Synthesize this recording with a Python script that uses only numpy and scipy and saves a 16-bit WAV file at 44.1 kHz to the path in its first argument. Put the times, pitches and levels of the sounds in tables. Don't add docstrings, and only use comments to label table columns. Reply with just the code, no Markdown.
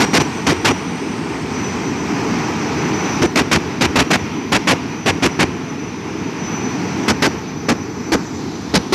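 import sys
import numpy as np
from scipy import signal
from scipy.fft import rfft, irfft, next_fast_len
from scipy.io import wavfile
from scipy.ndimage import uniform_filter1d, map_coordinates

SR = 44100
rng = np.random.default_rng(int(sys.argv[2]) if len(sys.argv) > 2 else 0)


def rack_gain(trim_db):
    fader = np.asarray(trim_db, float)
    return 10 ** (fader / 20)


def generate_wav(sig):
    pcm = np.round(np.clip(np.atleast_2d(sig).T, -1, 1) * 32767).astype(np.int16)
    wavfile.write(sys.argv[1], SR, pcm)


N = 394254


def unit(x):
    return x / np.sqrt(np.mean(x ** 2) + 1e-20)


def curves(rows):
    s, *columns = np.transpose(rows)
    return [np.interp(np.arange(N) / SR, s, column) for column in columns]


def wobble(rate):
    knots = rng.standard_normal(int(N * rate / SR) + 4)
    return map_coordinates(knots, [np.arange(N) * rate / SR])


def filtered(x, response):
    m = next_fast_len(N + SR // 2)
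    hz = np.fft.rfftfreq(m, 1 / SR) + 1e-3
    return irfft(rfft(x, m) * response(hz), m)[..., :N]


def rush(spectrum, patchy_db):
    z = signal.stft(rng.standard_normal(N), nperseg=512)[2]
    field = uniform_filter1d(rng.standard_normal(z.shape), 6, 0)
    field = uniform_filter1d(field, 8, 1)
    x = signal.istft(z * rack_gain(patchy_db * unit(field)), nperseg=512)[1][:N]
    f, db = np.transpose(spectrum)
    return unit(filtered(x, lambda hz: rack_gain(np.interp(np.log(hz), np.log(f), db))))


# t/s, flame length/s, overload length/s, boom level/dB, sag of the blade tone/Hz
BANGS = [(0, 0.033, 0.051, -15, 317), (.133, 0.051, .054, -11, 133.3), (.466, 0.046, .066, -10, 215.5),
         (.646, 0.047, 0.074, -8.5, 149.9), (3.218, 0.018, 0.044, -1, 46.1), (3.357, 0.047, 0.064, -6, 180),
         (3.513, 0.051, 0.063, -7.5, 124.3), (3.809, 0.049, 0.055, -8.5, 172.3),
         (3.956, .054, .072, -4, 206.4), (4.104, 0.056, 0.061, -15, 82.6), (4.519, 0.049, 0.057, -6, 222.2),
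         (4.671, 0.054, 0.067, -6, 158.3), (5.059, 0.048, 0.052, -7.5, 197), (5.223, .044, .052, -4, 118.4),
         (5.391, 0.042, 0.051, -4, 140.3), (7.08, 0.033, .041, -5, 85.6), (7.221, 0.048, 0.059, -8, 168.4),
         (7.685, 0.024, 0.044, -4, 104), (8.119, 0.026, 0.039, -0.5, 107.7), (8.739, 0.039, .041, 0, 142),
         (8.923, 0.071, .035, 0, 140)]
# t/s, flame length/s, overload length/s, boom level/dB, flame level/dB
LATE_POP = (.2, .022, .022, -6, -14)
# f/Hz, level/dB per Hz
FLAME = [(100, -40), (300, -3.5), (600, 4.5), (1200, 4.5), (2500, 7), (5000, -2.5), (8000, -15),
         (10000, -29), (13000, -5.5)]
# f/Hz, level/dB per Hz
BOOM = [(60, 0), (150, -4.5), (270, -10.5), (420, -2), (800, -15.5), (2500, -18.5), (6000, -33),
        (13000, -47)]
FLAME_DB, CLAMP_DB = -6.5, 16


def afterburner():
    t = np.arange(N) / SR
    flame, boom, overload = np.zeros((3, N))
    light_offs = [(*bang[:4], FLAME_DB) for bang in BANGS] + [LATE_POP]
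    for s, burn, swing, boom_db, flame_db in light_offs:
        part = slice(round(s * SR), round((s + .3) * SR))
        u = t[part] - s
        ignition = np.clip(u / .005, 0, 1)
        burning = ignition * np.clip((burn - u) / .003 + .5, 0, 1)
        after = np.clip(u - swing, 0, None)
        clamp = np.clip(after / .002, 0, 1)
        decay_db = 60 * after / 0.17
        flame[part] += rack_gain(flame_db) * burning
        boom_level = rack_gain(boom_db - 5.7 * burning - CLAMP_DB * clamp - decay_db)
        boom[part] += np.clip(u / 0.00075, 0, 1) * boom_level
        overload[part] += np.clip(u / 0.00082, 0, 1) * (1 - clamp)
    tearing = rack_gain(-3.5 + 3.5 * wobble(120))
    pipe_hz = 265 + 55 * wobble(60)
    pipe = np.sin(2 * np.pi * np.cumsum(pipe_hz) / SR)
    flames = flame * tearing * rush(FLAME, patchy_db=0.8)
    booms = rack_gain(-5.5) * boom * unit(pipe + 0.79 * rush(BOOM, patchy_db=1.5))
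    return flames + booms, overload


def last_bang():
    t = np.arange(N) / SR
    s, burn, _, _, sag_hz = np.transpose(BANGS)
    latest = np.clip(np.searchsorted(s, t, "right") - 1, 0, None)
    return t - s[latest], burn[latest], sag_hz[latest]


# t/s, level/dB
THRUST = [(0, 3), (.3, 2), (.92, 1.5), (1.3, 1), (1.64, 2.5), (2.02, 1), (2.29, 3.5), (2.6, 0.5),
          (3.19, 0.5), (3.4, -0.5), (3.7, 1), (4.3, -0.5), (5.4, -0.5), (5.9, -1.5), (6.5, -0.5),
          (6.95, 0.5), (7.5, -1.5), (8.94, -1.5)]
RECOVER_DB_PER_S, ECHO_S, FULL_BURN_S = 3.5, 0.13, 0.045


def swings():
    since, burn, _ = last_bang()
    swing_db = curves(THRUST)[0] + RECOVER_DB_PER_S * since
    echo = burn / FULL_BURN_S * np.exp(-since / ECHO_S)
    return swing_db, echo


# level just after a bang/dB, share of thrust and gain swings/1, echo of a bang/dB
LAYERS = [
    (-28, 0.78, 4),
    (-34.5, 1.114, 8),
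    (-43.5, 1, 6),
    (-48, 1.16, 9.5),
]
# f/Hz, level/dB per Hz
RUMBLE = [(60, -18.5), (100, -9.5), (166, -3), (205, -4.5), (240, -1.5), (300, -2), (360, -6.5), (400, -6),
          (470, -10.5), (520, -23), (560, -38), (700, -120)]
# f/Hz, level/dB per Hz
ROAR = [(400, -64), (500, -3.5), (580, -4), (660, -1), (890, 4), (1150, 0), (1680, -3.5), (2450, 0),
        (2800, -4), (3300, -9.5), (4300, -45), (7000, -120)]
# f/Hz, level/dB per Hz
HISS = [(2600, -120), (3000, 5), (3600, 7.5), (4800, 4), (5800, 3.5), (6600, -3), (7400, -46), (8000, -120)]
# f/Hz, level/dB per Hz
AIR = [(6000, -120), (6600, -3), (7500, -6), (8500, -10.5), (9500, -9), (10300, -9.5), (11300, -10),
       (12300, 0.5)]


def exhaust():
    swing_db, echo = swings()
    levels_db = [db + share * swing_db + echo_db * echo for db, share, echo_db in LAYERS]
    rumble_db, roar_db, hiss_db, air_db = levels_db
    throb = wobble(14)
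    rumble = rack_gain(rumble_db + 0.31 * throb + 0.36 * wobble(40)) * rush(RUMBLE, patchy_db=1.0)
    roar = rack_gain(roar_db + 0.65 * throb) * rush(ROAR, patchy_db=0.0)
    hiss = rack_gain(hiss_db + 0.2 * throb) * rush(HISS, patchy_db=1.25)
    air = rack_gain(air_db + .4 * throb) * rush(AIR, patchy_db=.4)
    return rumble + roar + hiss + air


# t/s, f/Hz
IDLE = [(0, 5965), (1, 5953), (1.25, 5927), (1.9, 5992), (2.1, 5926), (2.4, 5970), (3.2, 5961), (6.4, 5992),
        (7, 5981), (8.94, 6012)]
# t/s, level/dB
BLADES = [(0, -38.5), (.55, -45), (.9, -42.5), (1.42, -58), (1.57, -38), (2.05, -47.5), (2.3, -40),
          (2.5, -45), (3.0, -34.5), (3.2, -40.5), (3.45, -50), (4.05, -45), (4.3, -45), (4.95, -44),
          (6.3, -47.5), (6.52, -35), (6.9, -45), (8.94, -46.5)]
EDDIES = [.3, 1.21, 1.36, 1.46, 1.77, 1.93, 2.07, 2.2, 2.36, 2.58, 2.73, 2.92, 3.33, 4.3, 4.8, 4.86, 5.48,
          5.6, 5.92, 6.14, 6.33, 6.82, 7.45, 7.55, 7.63, 7.88, 8.33, 8.44, 8.6, 8.67]
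EDDY_S, EDDY_DB = .012, 11
SAG_FADE_S, HUNT_S, SAG_START_S, DEEPEST_S = .179, .488, .05, .097


def compressor():
    since, _, sag_hz = last_bang()
    damping = np.exp((SAG_START_S - since) / SAG_FADE_S)
    hunting = np.cos(2 * np.pi * (since - DEEPEST_S) / HUNT_S)
    hz = curves(IDLE)[0] - sag_hz * damping * hunting
    phase = 2 * np.pi * np.cumsum(hz + 8 * wobble(40)) / SR
    t = np.arange(N) / SR
    fade_db = EDDY_DB * sum(np.exp(-((t - s) / EDDY_S) ** 2 / 2) for s in EDDIES)
    tone = rack_gain(2.1 * wobble(26) + 2.5 * wobble(70)) * np.sin(phase)
    octave = rack_gain(-21.5 + 2.2 * wobble(20)) * np.sin(2 * phase)
    return rack_gain(curves(BLADES)[0] - 1.0 - fade_db) * unit(tone + octave)


# t/s, centre f/Hz, level/dB
INTAKE = [(0, 8050, -45), (.8, 8700, -53), (1.3, 8320, -51), (1.9, 7800, -53), (2.8, 7880, -58),
          (3.2, 8100, -58), (6, 7560, -85), (7, 8020, -58), (7.6, 7580, -73), (8.3, 7100, -49.5),
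          (8.94, 7070, -52)]


def intake():
    hz, db = curves(INTAKE)
    width = [(20, 0), (500, -1), (900, -4), (1400, -10), (2000, -21), (3000, -50)]  # f/Hz, level/dB
    carrier = np.sin(2 * np.pi * np.cumsum(hz) / SR)
    return rack_gain(db) * unit(rush(width, patchy_db=0.5) * carrier)


# t/s, first cancelled f/Hz, reflected share/1
HAND = [
    (0, 3080, 0.34),
    (.9, 3780, 0.27),
    (1.6, 3470, 0.38),
    (2.3, 3400, 0.48),
    (4.3, 3580, 0.25),
    (5.8, 3880, 0.38),
    (7.5, 3200, 0.42),
    (8.1, 3240, 0.57),
    (8.5, 2700, 0.44),
    (8.94, 2540, 0.46),
]


def hand(x):
    null_hz, share = curves(HAND)
    late = map_coordinates(x, [np.arange(N) - SR / (2 * null_hz)], mode="nearest")
    return (x + share * late) / np.sqrt(1 + share ** 2)


# f/Hz, level/dB per Hz
SHAKE = [(25, -27), (45, -21), (70, -3), (100, 1.5), (140, -31), (200, -58)]
BUFFET_DB, BUFFET_SWING, BUFFET_ECHO_DB = -39.5, 0.18, 11


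def buffet():
    swing_db, echo = swings()
    level_db = BUFFET_DB + BUFFET_SWING * swing_db + BUFFET_ECHO_DB * echo + 1.5 * wobble(3.7)
    return rack_gain(level_db + 1.2 * wobble(36)) * rush(SHAKE, patchy_db=-3.5)


# f/Hz, level/dB per Hz
SELF_NOISE = [(9500, -120), (10300, -14), (11300, -3), (12300, 1)]
SELF_NOISE_DB = -51


def self_noise():
    return rack_gain(SELF_NOISE_DB) * rush(SELF_NOISE, patchy_db=0)


def scene():
    bangs, overload = afterburner()
    engine = (exhaust() + compressor() + intake()) * (1 + 2.03 * overload)
    return (hand(engine + bangs) + buffet() + self_noise())[None]


def roll_off(x):
    return signal.sosfilt(signal.butter(12, 13110, fs=SR, output="sos"), x)


def record(dry):
    bass_cut = lambda hz: -hz ** 2 / (60 ** 2 - hz ** 2 + 1.3j * 60 * hz)
    x = filtered(dry, bass_cut)
    top, hard = .42, 2.6
    x = x / (1 + np.abs(x / top) ** hard) ** (1 / hard)
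    droop = lambda hz: -hz ** 2 / (66 ** 2 - hz ** 2 + 1.45j * 66 * hz)
    treble = lambda hz: (1 + 1j * hz / 6000) / (1 - (hz / 6500) ** 2 + 1.1j * hz / 6500)
    notch = lambda hz: 1 - 1j * hz * 90 / (7735 ** 2 - hz ** 2 + 1j * hz * 90)
    mix = filtered(x, lambda hz: droop(hz) * treble(hz) * notch(hz) * (hz < 12050))
    return roll_off(mix)


dry = scene()
out = record(dry)
generate_wav(out)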